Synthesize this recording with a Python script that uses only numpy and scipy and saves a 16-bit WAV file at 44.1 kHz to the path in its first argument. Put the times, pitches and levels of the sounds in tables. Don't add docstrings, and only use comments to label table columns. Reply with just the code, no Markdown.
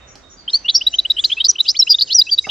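import sys
import numpy as np
from scipy import signal
from scipy.fft import rfft, irfft
from scipy.io import wavfile
from scipy.ndimage import uniform_filter1d, minimum_filter1d

SR = 44100
rng = np.random.default_rng(int(sys.argv[2]) if len(sys.argv) > 2 else 0)


def voltage_ratio(level):
    return 10 ** (np.asarray(level, float) / 20)


def file_out(sig):
    cols = np.atleast_2d(sig).T
    lim = np.clip(cols, -1, 1)
    pcm = np.round(lim * 32767).astype(np.int16)
    wavfile.write(sys.argv[1], SR, pcm)


N = 110250
TIME_S = np.arange(N) / SR
BEND_FROM_S = 0.73
LEFT_RIGHT = np.array([[1], [-1]])


def walk(rate_hz):
    hold = int(SR / rate_hz)
    wander = np.repeat(rng.standard_normal(N // hold + 1), hold)
    wander = uniform_filter1d(uniform_filter1d(wander, hold), hold)[:N]
    return wander / wander.std()


def band_noise(lo_hz, hi_hz):
    sos = signal.butter(5, [lo_hz, hi_hz], "band", fs=SR, output="sos")
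    noise = signal.sosfilt(sos, rng.standard_normal(N))
    return noise / noise.std()


def tail(t60_s, channels):
    t = np.arange(SR // 2) / SR
    h = rng.standard_normal((channels, len(t))) * np.exp(-np.log(1000) * t / t60_s)
    return h / np.sqrt(np.sum(h ** 2, axis=1, keepdims=True))


def through(source, response):
    return signal.fftconvolve(source[None], response, axes=1)[:, :N]


def whistles(notes, scoop_hz, rasps):
    flutter_db, waver_share, breath_db = 0.8, 0.006, -31
    octave_db, twelfth_db, octave_under_hz = -46, -40.5, 4800
    rasp_lo_hz, rasp_hi_hz = 180, 650
    rise_bend = 1.27
    swell_power, peak_at, scoop_s = 1.467, 0.47, 0.0016
    skew = np.log(0.5) / np.log(peak_at)

    flutter = voltage_ratio(flutter_db * walk(300))
    waver = 1 + waver_share * walk(400)
    rasp = np.zeros(N)
    for start_s, length_s, depth in rasps:
        rasp += depth * np.sin(np.pi * np.clip((TIME_S - start_s) / length_s, 0, 1))
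    breath = voltage_ratio(breath_db) * band_noise(100, 1293)
    shake = breath + rasp * band_noise(rasp_lo_hz, rasp_hi_hz)
    wobble = breath + rasp * band_noise(rasp_lo_hz, rasp_hi_hz)
    grain = band_noise(rasp_lo_hz, rasp_hi_hz)
    fizz = band_noise(60, 1300)

    song = np.zeros(N)
    for start_s, length_s, hz0, hz1, level_db in notes:
        i = np.arange(max(int(start_s * SR), 0), min(int((start_s + length_s) * SR), N))
        t = np.maximum(i / SR - start_s, 0)
        glide = 1 - np.abs(1 - t / length_s) ** (rise_bend if hz1 > hz0 else 1)
        scoop = scoop_hz * np.tanh((hz1 - hz0) / 300) * np.exp(-t / scoop_s)
        pitch_hz = (hz0 + (hz1 - hz0) * glide - scoop) * waver[i]
        phase = 2 * np.pi * (np.cumsum(pitch_hz) / SR + rng.random()) + wobble[i]
        shape = np.abs(np.sin(np.pi * (t / length_s) ** skew)) ** swell_power

        mean_hz = (hz0 + hz1) / 2
        voice = np.sin(phase)
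        if mean_hz < octave_under_hz:
            voice += fizz[i] * voltage_ratio(octave_db) * np.sin(2 * phase)
        if mean_hz < SR / 8 and start_s > BEND_FROM_S:
            voice += shape * (1 + grain[i] / 2) * voltage_ratio(twelfth_db) * np.sin(3 * phase)
        song[i] += voltage_ratio(level_db) * shape * flutter[i] * (1 + shake[i]) / (1 + rasp[i]) * voice
    return song


def near_bird():
    # t/s, length/s, first f/Hz, last f/Hz, peak level/dB
    song_notes = [(0.477, 0.019, 2915, 3330, -12.5), (0.494, 0.016, 3475, 3940, -16.5),
                  (0.53, 0.027, 4114, 4460, -4), (0.547, 0.02, 4500, 4676, -7),
                  (0.566, 0.013, 4590, 4700, -19), (0.59, 0.008, 4370, 4440, -33),
                  (0.644, 0.033, 2710, 2970, -18.5), (0.65, 0.015, 5640, 5750, -36.5),
                  (0.68, 0.03, 3005, 4180, -2), (0.707, 0.0063, 3925, 3930, -12),
                  (0.742, 0.035, 5330, 5770, -7), (0.745, 0.035, 4260, 5240, -7),
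                  (0.773, 0.017, 5550, 5260, -13), (0.785, 0.005, 5130, 5150, -20.5),
                  (0.792, 0.005, 5440, 5220, -22.5), (0.808, 0.022, 2674, 3230, -16.5),
                  (0.865, 0.017, 3736, 3978, -2), (0.88, 0.0054, 3820, 3890, -10),
                  (0.927, 0.021, 2740, 2930, -24), (0.935, 0.023, 2920, 3200, -11.5),
                  (0.984, 0.017, 3777, 4047, -3), (0.999, 0.0045, 3790, 3790, -12.5),
                  (1.048, 0.02, 2710, 3238, -12.5), (1.099, 0.017, 3670, 4035, -3.5),
                  (1.114, 0.0073, 3780, 3890, -7.5),
                  (1.164, 0.019, 2865, 3274, -18), (1.178, 0.033, 2740, 3743, -11.5),
                (1.239, 0.017, 4540, 4960, -11.5), (1.238, 0.006, 2697, 3510, -16.5),
                (1.239, 0.027, 3530, 4410, -5), (1.296, 0.019, 2960, 3210, -18.5),
                (1.302, 0.0075, 2370, 2920, -22), (1.313, 0.028, 2900, 3695, -9),
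                (1.367, 0.03, 2545, 2700, -18.5), (1.395, 0.035, 3670, 3800, -15.5),
                (1.399, 0.023, 2944, 3283, -10), (1.441, 0.022, 3730, 4530, -6),
                (1.44, 0.028, 4730, 5200, -8.5), (1.461, 0.012, 4370, 4750, -10.5),
                (1.482, 0.018, 5980, 5970, -9.5), (1.49, 0.022, 6034, 5484, -4.5),
                (1.508, 0.0097, 5530, 5400, -14.5), (1.554, 0.015, 2530, 3280, -22),
                (1.582, 0.015, 2927, 3160, -18), (1.589, 0.013, 3520, 4080, -13),
                (1.599, 0.019, 3570, 4120, -3.5),
                  (1.644, 0.042, 2750, 4800, -27), (1.652, 0.038, 2400, 3600, -23.5),
                (1.677, 0.042, 4537, 5370, -6.5), (1.68, 0.028, 3683, 4553, -7.5),
                (1.709, 0.013, 5060, 5480, -17.5), (1.748, 0.024, 2700, 3824, -23.5),
                (1.764, 0.013, 3810, 4640, -15), (1.772, 0.013, 4610, 4630, -25.5),
                (1.789, 0.023, 5730, 5180, -2), (1.805, 0.014, 5180, 5060, -7.5),
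                (1.815, 0.005, 2990, 3600, -22), (1.819, 0.019, 3882, 4050, -3.5),
                (1.867, 0.023, 2420, 3240, -16.5), (1.892, 0.048, 4987, 4687, -1),
                (1.924, 0.026, 3220, 3530, -23.5), (1.941, 0.016, 3640, 3780, -4.5),
                (1.984, 0.017, 3220, 4440, -11), (1.996, 0.0099, 4530, 5020, -14),
                (2.008, 0.007, 3710, 4200, -5.5), (2.012, 0.019, 4200, 4444, -4),
                (2.019, 0.011, 4470, 5040, -8), (2.028, 0.009, 4320, 4870, -10.5),
                (2.039, 0.0073, 3970, 4670, -27.5),
                  (2.07, 0.025, 3350, 2550, -34), (2.093, 0.034, 2530, 3783, -19.5),
               (2.102, 0.042, 3740, 4700, -13.5), (2.119, 0.023, 3386, 4620, -13),
               (2.123, 0.022, 4290, 5720, -18.5), (2.143, 0.026, 5996, 5500, -4),
               (2.164, 0.008, 5620, 5550, -5), (2.172, 0.0061, 5350, 5510, -12),
               (2.177, 0.035, 5200, 4620, -1.5), (2.211, 0.017, 3634, 4120, -4),
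               (2.265, 0.019, 2617, 2620, -25), (2.28, 0.014, 2650, 2760, -29),
               (2.289, 0.019, 2840, 3474, -19), (2.311, 0.043, 4750, 4570, -6),
               (2.377, 0.0078, 3796, 4000, -14.5), (2.383, 0.014, 3655, 4050, -3),
               (2.439, 0.021, 2250, 2085, -25.5), (2.447, 0.018, 2640, 2730, -28),
               (2.49, 0.0086, 3590, 4000, -19.5), (2.488, 0.0078, 2770, 3290, -22),
               (1.743, 0.016, 1977, 2580, -31.5), (2.493, 0.013, 2670, 4010, -12.5)]
    # t/s, length/s, depth/0-1
    raspy = [(0.492, 0.025, 0.5), (.68, 0.041, 0.43), (1.684, 0.067, 0.5), (1.5, 0.036, 0.9),
             (2.5, 0.036, 0.3), (.75, 0.052, 0.12), (0.9, .025, 0.3), (1.9, .04, 0.4), (1.44, 0.034, 0.19),
             (2, 0.032, 0.32), (1.3, 0.024, 0.14)]
    cage_t60_s, cage_db = 0.026, -13
    wall_delay_s, wall_t60_s, wall_db = 0.039, 0.025, -37
    room_t60_s, room_db, room_width = 1.0, -29.5, 0.16

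    song = whistles(song_notes, 258, raspy)
    dull = signal.sosfilt(signal.butter(4, 7500, fs=SR, output="sos"), song)
    cage = voltage_ratio(cage_db) * through(dull, tail(cage_t60_s, channels=1))[0]
    late = np.r_[np.zeros(int(wall_delay_s * SR)), dull][:N]
    echo = voltage_ratio(wall_db) * through(late, tail(wall_t60_s, channels=1))
    mid, side = through(dull, tail(room_t60_s, channels=2))
    room = voltage_ratio(room_db + 3.5 * walk(44.81)) * (mid + room_width * side * LEFT_RIGHT)
    return song + cage + echo + room


def far_birds():
    # first t/s, period/s, count
    repeats = [(0, .22, 2), (.06, .225, 2), (.065, .22, 2), (.36, .2, 4), (.48, .3, 3), (.505, .2, 3),
               (1.15, 0, 1), (1.61, .111, 7), (1.62, .111, 7), (2.405, 0, 1), (2.405, 0, 1), (.47, .19, 11)]
    # length/s, first f/Hz, last f/Hz
    call_shapes = [(.05, 3720, 3700), (.06, 6680, 6650), (.05, 5780, 5730), (.045, 4900, 4280),
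                   (.04, 4200, 6000), (.05, 6120, 6050), (.17, 8300, 4500), (.05, 6550, 6480),
                   (.05, 5800, 4300), (.06, 6280, 6220), (.08, 5080, 5050), (.07, 8400, 6600)]
    call_db = [-44.5, -44.5, -40, -37, -34, -32.5, -33.5, -39, -37, -38, -35, -50.5]
    notes = []
    for (first_s, period_s, count), call, level_db in zip(repeats, call_shapes, call_db):
        notes += [(first_s + k * period_s, *call, level_db) for k in range(count)]
    return through(whistles(notes, 0, [(0.92, 0.43, 0.82)]), tail(0.38, channels=2))


def rattle(centre_hz, width_hz, t60_s):
    edges_hz = [centre_hz - width_hz / 2, centre_hz + width_hz / 2]
    h = signal.lfilter(*signal.butter(2, edges_hz, "band", fs=SR), tail(t60_s, channels=1)[0])
    return h / np.abs(h).max()


def ticks():
    # t/s, peak level/dB, wire level/dB, thud level/dB
    claw_hits = [
        (0.1551, -26.5, -4.5, -7),
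        (2.468, -24.5, -10.5, 4),
    ]
    wire = 4530, 2200, 0.028
    tray = 650, 1000, 0.076
    hits = np.zeros(N + SR)
    for t_s, peak_db, wire_db, thud_db in claw_hits:
        hit = voltage_ratio(wire_db) * rattle(*wire) + voltage_ratio(thud_db) * rattle(*tray)
        hits[int(t_s * SR):][:SR // 2] += voltage_ratio(peak_db) * hit
    return 0.83 * hits[:N] + 0.8 * through(hits[:N], tail(0.35, channels=2))


def air():
    # f/Hz, level/dB per Hz
    spectrum = np.array([(28, -16), (45, 4.5), (180, -6), (350, -4), (900, -9), (2200, -15.5),
                         (6000, -24.5), (8000, -35), (9500, -68.5)])
    air_db, fade_db_per_s, alike_hz = -46.5, -3, 300
    hum_hz, hum_db = 63.46, -64.5

    f_hz = np.fft.rfftfreq(N, 1 / SR) + 1
    colour = voltage_ratio(np.interp(np.log(f_hz), np.log(spectrum[:, 0]), spectrum[:, 1]))
    side_share = np.sqrt(f_hz / (f_hz + alike_hz)) * 0.73
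    mid, side = rfft(rng.standard_normal((2, N))) * colour
    pair = mid + side_share * side * LEFT_RIGHT
    tone = np.zeros((2, N))
    for k in range(20):
        band = np.clip(1 - np.abs(2 * np.log2(f_hz / 20) - k), 0, 1)
        tone += irfft(pair * band, N) * voltage_ratio(2.78 * walk(4.43))
    hum = voltage_ratio(hum_db + 5.54 * walk(3)) * np.sin(2 * np.pi * hum_hz * TIME_S)
    return tone / tone.std() * voltage_ratio(air_db + fade_db_per_s * TIME_S) + hum


def scene():
    lean = voltage_ratio(-3 / 2 * LEFT_RIGHT)
    return near_bird() + (far_birds() + ticks() + air()) * lean


def band_limit(x):
    return signal.sosfilt(signal.butter(12, 15800, fs=SR, output="sos"), x)


def record(dry):
    gain = np.minimum(1 / np.abs(dry).max(axis=0).clip(1e-9), 1)
    limited = dry * uniform_filter1d(minimum_filter1d(gain, size=129), size=65)
    bend = 0.18 * (TIME_S > BEND_FROM_S)
    mix = limited * (1 + bend) - bend * limited ** 3
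    return band_limit(mix)


dry = scene()
out = record(dry)
file_out(out)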